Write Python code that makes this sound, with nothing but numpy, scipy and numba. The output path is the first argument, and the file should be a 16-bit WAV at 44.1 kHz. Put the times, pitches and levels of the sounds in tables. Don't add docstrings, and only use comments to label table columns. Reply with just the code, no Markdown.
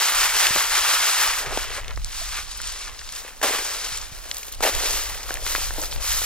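import sys
import numpy as np
from scipy import signal
from scipy.fft import rfft, irfft
from scipy.io import wavfile
from scipy.ndimage import uniform_filter1d
from numba import njit

SR = 44100
rng = np.random.default_rng(int(sys.argv[2]) if len(sys.argv) > 2 else 0)


def inscribe(sig):
    pcm = np.round(np.clip(np.atleast_2d(sig).T, -1, 1) * 32767)
    wavfile.write(sys.argv[1], SR, pcm.astype(np.int16))


def field_ratio(decibels):
    return 10 ** (np.asarray(decibels, dtype=float) / 20)


N = 275625
T = np.arange(N) / SR
SLOW = T[::32]


def unit(x):
    return x / np.sqrt(np.mean(x ** 2))


def band(x, lo_hz, hi_hz):
    edges_hz = [lo_hz, min(hi_hz, .45 * SR)]
    return signal.sosfilt(signal.butter(4, edges_hz, "band", fs=SR, output="sos"), x)


def colour(x, points):
    hz, db = np.transpose(points)
    f = np.maximum(np.arange(N // 2 + 1) * SR / N, 1)
    gain_db = np.interp(np.log(f), np.log(hz), db)
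    return unit(irfft(rfft(x) * field_ratio(gain_db), N))


def walk(rate_hz):
    hold = max(int(SR / rate_hz), 1)
    steps = np.repeat(rng.standard_normal(N // 20), hold)[:N]
    return unit(uniform_filter1d(steps, hold))


def swells(s, db, rise_s, fall_s, steep):
    late_s = SLOW[:, None] - s
    side_s = np.where(late_s < 0, rise_s, fall_s)
    return np.sum(field_ratio(2 * db - 20 * steep * (late_s / side_s) ** 2), axis=1)


def as_db(power):
    return np.interp(T, SLOW, 10 * np.log10(power))


@njit
def rings(start, hz, t60, size, length):
    out = np.zeros(length)
    for k in range(len(start)):
        pole = (2j * np.pi * hz[k] - np.log(1000) / t60[k]) / SR
        first = int(np.ceil(start[k]))
        z = size[k] * np.exp(pole * (first - start[k]))
        p = np.exp(pole)
        for i in range(max(first, 0), min(first + int(t60[k] * SR) + 2, length)):
            out[i] += z.imag
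            z *= p
    return out


def both_ports(s, hz, t60, size, place, pan_db):
    port_lag, lag_scatter = 1.88, .38
    shift_lag, shift_s, shift_lasts_s = .2, 3.9, .6
    shifted = np.clip((s - shift_s) / shift_lasts_s, 0, 1)
    lag = (port_lag + shift_lag * shifted) * (1 + .2 * (hz / 13000) ** 2) + lag_scatter * place
    left = rings(s * SR, hz, t60, size * field_ratio(pan_db / 2), N)
    right = rings(s * SR + lag, hz, t60, size * field_ratio(-pan_db / 2), N)
    return np.array([left, right])


def rustle():
    # [lowest f/Hz, highest f/Hz, cycles rung, collisions/s, size scatter/dB,
    # left minus right/dB, trim/dB]
    pieces = [
        (1057, 3770, 3.33, 4000., 0, 0.3, 0.5),
        (410, 1030, 4.1, 2200., 5, 1.5, -9.5),
        (3920, 10770, 2.36, 10000., 0.5, 1.3, -0.14),
        (9740, 14100, 0.56, 7600, -0.5, 0, 3),
    ]
    # [f/Hz, width/Hz, level/dB]
    dish = [
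        (584, 26, -26),
        (1470, 56, -26),
        (2000, 700., -16.5),
        (5740, 670, -25),
    ]
    levels_db = stirring()
    crowd = np.clip(field_ratio(.6 * (levels_db[2] + 29.0)), .35, 1)
    lumpy = np.clip(.75 - 0.39 * crowd, 0, 1)
    bursts = (avalanches(110.0, 0.0068) + avalanches(29.0, 0.039)) / 2
    slips = np.sqrt(1 - lumpy + lumpy * bursts)
    dry_heap = 0
    for (*piece, trim_db), db in zip(pieces, levels_db):
        level = field_ratio(db + trim_db + 0.61 * walk(24))
        dry_heap = dry_heap + level * slips * heap(*piece, crowd)
    out = dry_heap
    for hz, width_hz, db in dish:
        out = out + field_ratio(db) * signal.lfilter(*signal.iirpeak(hz, hz / width_hz, SR), dry_heap)
    return out


def stirring():
    # [peak t/s, level/dB]
    shakes = [(-.06, -20), (0.056, -21), (0.222, -19.5), (0.418, -18.5), (.575, -20.5), (.67, -30),
              (.754, -22), (0.916, -19.5), (1.07, -20.5), (1.233, -20), (1.36, -26)]
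    # [peak t/s, level/dB, rise/s, fall/s, chaff above pods/dB]
    strokes = [(1.45, -36.5, 0.044, 0.079, -11), (1.591, -30, 0.12, .1, -9),
               (1.751, -32, 0.045, 0.065, -11), (2.19, -30, 0.045, 0.071, -11),
               (2.38, -30, 0.3, 0.063, -10.5), (2.534, -35, 0.077, 0.041, -17),
               (2.68, -31.5, 0.13, 0.091, -18), (2.849, -32.5, .13, 0.048, -19),
               (3.08, -37.5, 0.25, 0.14, -16), (3.178, -35, 0.052, 0.064, -7.5),
               (3.27, -44, 0.056, 0.099, -6), (3.82, -30, 0.25, 0.25, -11), (4.26, -40.5, .16, 0.14, -5),
               (4.377, -39, 0.065, 0.11, -1.5), (4.481, -39, 0.027, 0.026, -1),
               (4.536, -41, .03, 0.026, -9), (4.91, -24.5, 0.23, 0.24, -8.5), (5.306, -37, 0.041, .09, -5),
               (5.51, -26, 0.089, .21, -5), (5.841, -32, 0.1, 0.059, -2), (5.938, -34.5, .045, 0.033, -4),
               (6.1, -24, 0.077, .33, -4.5)]
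    # [peak t/s, mesh level/dB, half width/s, beans above mesh/dB]
    scrapes = [(.5, -32, 0.091, -22), (1.491, -23.5, 0.072, -10), (1.62, -39, .12, 4.5),
               (1.756, -35.5, 0.06, 1.9), (1.889, -37, 0.057, -6), (2.359, -47.5, 0.06, 13),
               (2.86, -41, 0.11, -2.5), (3.27, -41.5, 0.097, -4.5), (3.8, -37, 0.23, -3.5),
               (4.3, -43.5, 0.33, -6), (4.485, -44, 0.05, -7), (4.82, -29, 0.16, -9.5),
               (5.36, -34.5, 0.052, -12.5), (5.56, -36.5, .1, -11), (5.81, -32.5, 0.12, -24),
               (5.98, -36.5, 0.07, -13), (6.25, -37.5, 0.2, -8.5)]
    # [t/s, level/dB, pouring/s, 10 dB fade/s]
    drops = [
        (3.416, -36, 0.0027, .012),
        (3.429, -24, .02, .24),
        (4.607, -37.5, .02, 2.23),
        (4.626, -22.5, 0.062, .025),
    ]
    rest_db = (-58.5, -57, -50, -58)
    shake_mix_db = (-4, -12.5, -0.9, -7)
    stroke_mix_db = (-10, -25, -1.2, -0.5)
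    drop_mix_db = (-2, 8, -0.8, -4.5)
    steepness = (0.87, 1.43, 1.03, 1.06)
    drop_fade = (1.32, 2.9, 0.95, 1.33)
    shake_rise_s, shake_fall_s, drop_attack_s = .11, 0.096, 0.0021
    toss_s, toss_db = np.transpose(shakes)
    rake_s, rake_db, rise_s, fall_s, chaff_db = np.transpose(strokes)
    drag_s, drag_db, half_s, beans_db = np.transpose(scrapes)
    drop_s, drop_db, pour_s, fade_s = np.transpose(drops)
    late_s = SLOW[:, None] - drop_s
    power = field_ratio(2 * np.array(rest_db))[:, None] + 0 * SLOW
    for k, steep in enumerate(steepness):
        power[k] += swells(toss_s, toss_db + shake_mix_db[k], shake_rise_s, shake_fall_s, steep)
        stroke_db = rake_db + stroke_mix_db[k] + chaff_db * (k == 3)
        power[k] += swells(rake_s, stroke_db, rise_s, fall_s, steep)
        before = np.maximum(-late_s, 0) / drop_attack_s
        after = drop_fade[k] * np.maximum(late_s - pour_s, 0) / fade_s
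        power[k] += np.sum(field_ratio(2 * (drop_db + drop_mix_db[k] - 10 * (before + after))), axis=1)
    power[0] += swells(drag_s, drag_db + beans_db, half_s, half_s, 0.99)
    power[1] += swells(drag_s, drag_db, half_s, half_s, 0.7)
    return [as_db(p) for p in power]


def avalanches(rate_hz, fade_s):
    kick = (rng.random(N) < rate_hz / SR) * rng.exponential(1, N)
    slips = signal.lfilter([1], [1, -np.exp(-1 / (fade_s * SR))], kick)
    return slips / slips.mean()


def heap(lo_hz, hi_hz, cycles, rate_hz, scatter_db, left_db, crowd):
    low_left_db = 1.5
    when, pitch, big, keep, place, sign, hard = rng.random((70000, 7)).T
    s = when * N / SR
    share = crowd[(when * N).astype(int)]
    on = keep < share * rate_hz * N / SR / len(keep)
    hz = lo_hz * (hi_hz / lo_hz) ** pitch
    t60 = 3 * cycles * 1.5 ** (hard - .5) / hz
    rare = -np.log(1 - .99 * big)
    size = field_ratio(scatter_db * rare) * np.sign(sign - .5) / np.sqrt(t60 * share)
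    place = np.sqrt(12) * (place - .5)
    pan_db = left_db + low_left_db * (hz < 1000) - 3.6 * place
    x = both_ports(s[on], hz[on], t60[on], size[on], place[on], pan_db[on])
    return unit(band(x, 0.62 * lo_hz, 1.03 * hi_hz))


def snaps():
    s, knock_db, body_db, tick_db, hz, length_ms = np.transpose(snap_rows())

    def ring(at, db, ring_hz, cycles, part, pan_db):
        size = part * field_ratio(db - 1) * np.sqrt(.006 * 4 * np.log(1000) * ring_hz / cycles)
        return both_ports(at, ring_hz, cycles / ring_hz, size, 0, pan_db)

    body_hz = np.where(hz < 4000, hz, 2600.)
    tick_hz = np.where(hz < 4000, 7000., hz)
    late, pitch, sign = rng.random((len(s), 3, 14)).transpose(1, 2, 0)
    late = late * np.linspace(0, 3, len(late))[:, None]
    pitch[0] = .5
    share = np.exp(-.6 * late) * np.sign(sign - .5)
    share[0] = 3 / length_ms
    share /= np.sqrt(np.sum(share ** 2, axis=0))
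    at = (s + late * length_ms / 1000).ravel()
    out = band(ring(s, knock_db, 700. + 0 * s, 2.6, .8, 4.0), 260., 6000.)
    body = (body_hz, body_db, 6.0, (900., 6000.))
    shell = (tick_hz, tick_db, 10.0, (2800., 15000.))
    for ring_hz, db, cycles, edges_hz in (body, shell):
        bit_hz = np.minimum(ring_hz * 1.3 ** (2 * pitch - 1), .36 * SR).ravel()
        bits = ring(at, np.tile(db, len(late)), bit_hz, cycles, share.ravel(), 1.0)
        out = out + band(bits, *edges_hz)
    return out


def snap_rows():
    # [t/s, knock/dB, pod body/dB]
    knocks = [(0.1216, -31, -41), (.561, -19.5, -21), (1.4156, -38, -42), (1.4613, -34, -33),
              (1.5084, -32, -34), (1.574, -16, -21), (1.9744, -34, -33), (2.6008, -43, -34),
              (3.4147, -30, -30), (3.4411, -26, -19), (3.5478, -29, -25), (3.589, -28, -46),
              (4.6061, -23, -28), (4.6933, -23, -42), (4.941, -31, -48), (5.205, -43, -36),
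              (5.29, -45, -32.5), (5.3063, -25.5, -24.5), (5.55, -25, -19.5), (5.581, -29, -45),
              (5.7066, -34.5, -29.5), (5.8354, -47, -29), (6.2172, -30.5, -50)]
    # [t/s, body/dB, f/Hz, shell tick/dB]
    cracks = [(0.4683, -18, 2890, -19), (1.833, -35, 1800, -53), (1.845, -35, 2670, -45),
              (1.881, -33, 2480, -37), (1.908, -31.5, 3080, -46), (1.9145, -41, 1210, -60.5),
              (2.017, -42, 3400, -51), (2.1104, -37, 3080, -53), (2.388, -28, 1620, -42),
              (3.0146, -38, 1890, -51), (3.0905, -38, 3300, -37), (4.052, -47, 2150, -50),
              (4.4305, -36, 2410, -31.5), (4.5362, -40, 3600, -41), (4.636, -16, 1470, -25),
              (4.7497, -36, 1920, -21.5), (5.3146, -45, 3800, -46), (5.355, -34, 2520, -37),
              (5.3703, -30.5, 1660, -36), (5.4648, -24, 1790, -28.5), (5.475, -30, 2600, -47),
              (5.56, -21.5, 3070, -42), (5.776, -42, 3500, -52), (5.9133, -46, 3700, -30),
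              (5.9258, -30, 3880, -43), (5.9613, -30, 3700, -51)]
    # [t/s, tick/dB, f/Hz, length/ms]
    ticks = [(1.9607, -39, 5200, 2.4), (2.046, -25.5, 7800, 1.7), (2.0638, -45, 10680, 3.6),
             (2.2061, -37, 4390, 2.4), (2.5729, -29, 10300, 5.3), (2.617, -27, 8570, 1.6),
             (2.672, -26, 8140, 4.5), (2.725, -31, 10100, 1.2), (2.9917, -32.5, 4640, 2.7),
             (3.124, -31, 8440, 1.2), (3.1512, -32, 9000, 2.6), (3.9624, -33, 8310, 3.7),
             (3.9719, -25.5, 8850, 4.7), (3.9836, -30, 7150, 2.1), (4.0142, -30, 6200, 4.5),
             (4.3135, -21, 4900, 1.5), (4.3456, -30, 8010, .8), (4.3685, -28.5, 8450, 1.4),
             (4.3817, -30, 11760, 1.9), (4.4825, -35, 7150, 1.9), (4.524, -31, 12830, 2.2),
             (4.547, -29.5, 7320, 3.6), (4.9073, -21, 6250, 2.6), (5.2308, -29, 7040, 3.6),
             (5.341, -22, 10200, 0.35), (5.7379, -29.5, 10100, 1.3), (5.8164, -25, 7100, 2.2),
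             (5.857, -30, 4730, 1.33), (5.919, -30, 4260, 5.9), (6.103, -30, 5470, 3.8)]
    knock_hz, knock_ms, knock_tick_db = 1480, 2.2, -9
    crack_ms, crack_knock_db = 2.4, -13
    tick_body_db, tick_body_db_per_oct, tick_knock_db = -11.5, -15, -27
    rows = []
    for s, knock, body in knocks:
        rows.append((s, knock, body, body + knock_tick_db, knock_hz, knock_ms))
    for s, body, hz, tick in cracks:
        rows.append((s, body + crack_knock_db, body, tick, hz, crack_ms))
    for s, tick, hz, ms in ticks:
        body = tick + tick_body_db + tick_body_db_per_oct * np.log2(hz / 5000)
        rows.append((s, tick + tick_knock_db, body, tick, hz, ms))
    return rows


def rim():
    # [t/s, peak level/dB, f/Hz, t60/s]
    thuds = [
        (.507, -18.5, 126, 0.014),
        (.557, -21.5, 380, 0.011),
        (.561, -28, 430, 0.014),
        (.572, -20.5, 614, 0.022),
        (1.47, -32.5, 130, 0.092),
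        (2.214, -34.5, 680, 0.075),
        (2.274, -42, 680, .03),
        (3.92, -39, 133, 0.072),
        (4.12, -33, 124, 0.042),
        (5.783, -30, 305, 0.085),
    ]
    s, db, hz, t60 = np.transpose(thuds)
    return uniform_filter1d(both_ports(s, hz, t60, field_ratio(db), 0, 3.0), size=12)


def wind():
    # [f/Hz, density/dB]
    spectrum = [(8.8, -27), (15, 5), (27, 3.5), (47, 1), (67, -7), (156, -25), (242, -37), (260, -45),
                (340, -63), (570, -120)]
    # [peak t/s, level/dB, half width/s]
    puffs = [(.19, -44, 0.077), (.36, -44, 0.11), (.62, -46.5, 0.55), (1.3, -43, 0.13), (1.531, -37, .11),
             (1.68, -37.5, 0.13), (1.87, -36, 0.085), (1.99, -31, 0.11), (2.21, -38.5, 0.058),
             (2.37, -39.5, 0.18), (2.66, -38.5, .11), (2.89, -43, 0.069), (3.05, -43.5, 0.18),
             (3.43, -52, 0.094), (3.98, -42, 0.073), (4.25, -44.5, 0.94), (4.595, -38, 0.055),
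             (4.77, -30.5, 0.041), (4.94, -34.5, 0.1), (5.12, -34.5, 0.065), (5.43, -35, 0.2),
             (5.73, -32, .16), (5.969, -30, 0.06), (6.15, -31.5, 0.093)]
    breeze_db = -59.5
    eddies = [colour(rng.standard_normal(N), spectrum) * field_ratio(2 * walk(4.9)) for _ in range(2)]
    s, db, half_s = np.transpose(puffs)
    gust_db = as_db(swells(s, db, half_s, half_s, 0.89) + field_ratio(2 * breeze_db))
    port_db = np.array([[-1.3], [1.3]])
    return np.array(eddies) * field_ratio(port_db + gust_db + 2.5)


def field():
    # [f/Hz, density/dB]
    spectrum = [(120, -25), (200, -3.5), (268, -7.5), (345, -9), (437, -7), (596, -5.5), (15500, -28)]
    air_db, hiss_db = -53, -54.5
    air = np.array([colour(rng.standard_normal(N), spectrum) for _ in range(2)])
    return field_ratio(air_db) * air + field_ratio(hiss_db) * rng.standard_normal((2, N))


def scene():
    return rustle() + snaps() + rim() + wind() + field()


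def top_cut(x):
    return signal.sosfilt(signal.butter(12, 16510, fs=SR, output="sos"), x)


def record(dry):
    top_hz = 15800
    low_pass = signal.ellip(10, .2, 80, top_hz, fs=SR, output="sos")
    mix = signal.sosfilt(low_pass, np.tanh(dry))
    return top_cut(mix)


dry = scene()
out = record(dry)
inscribe(out)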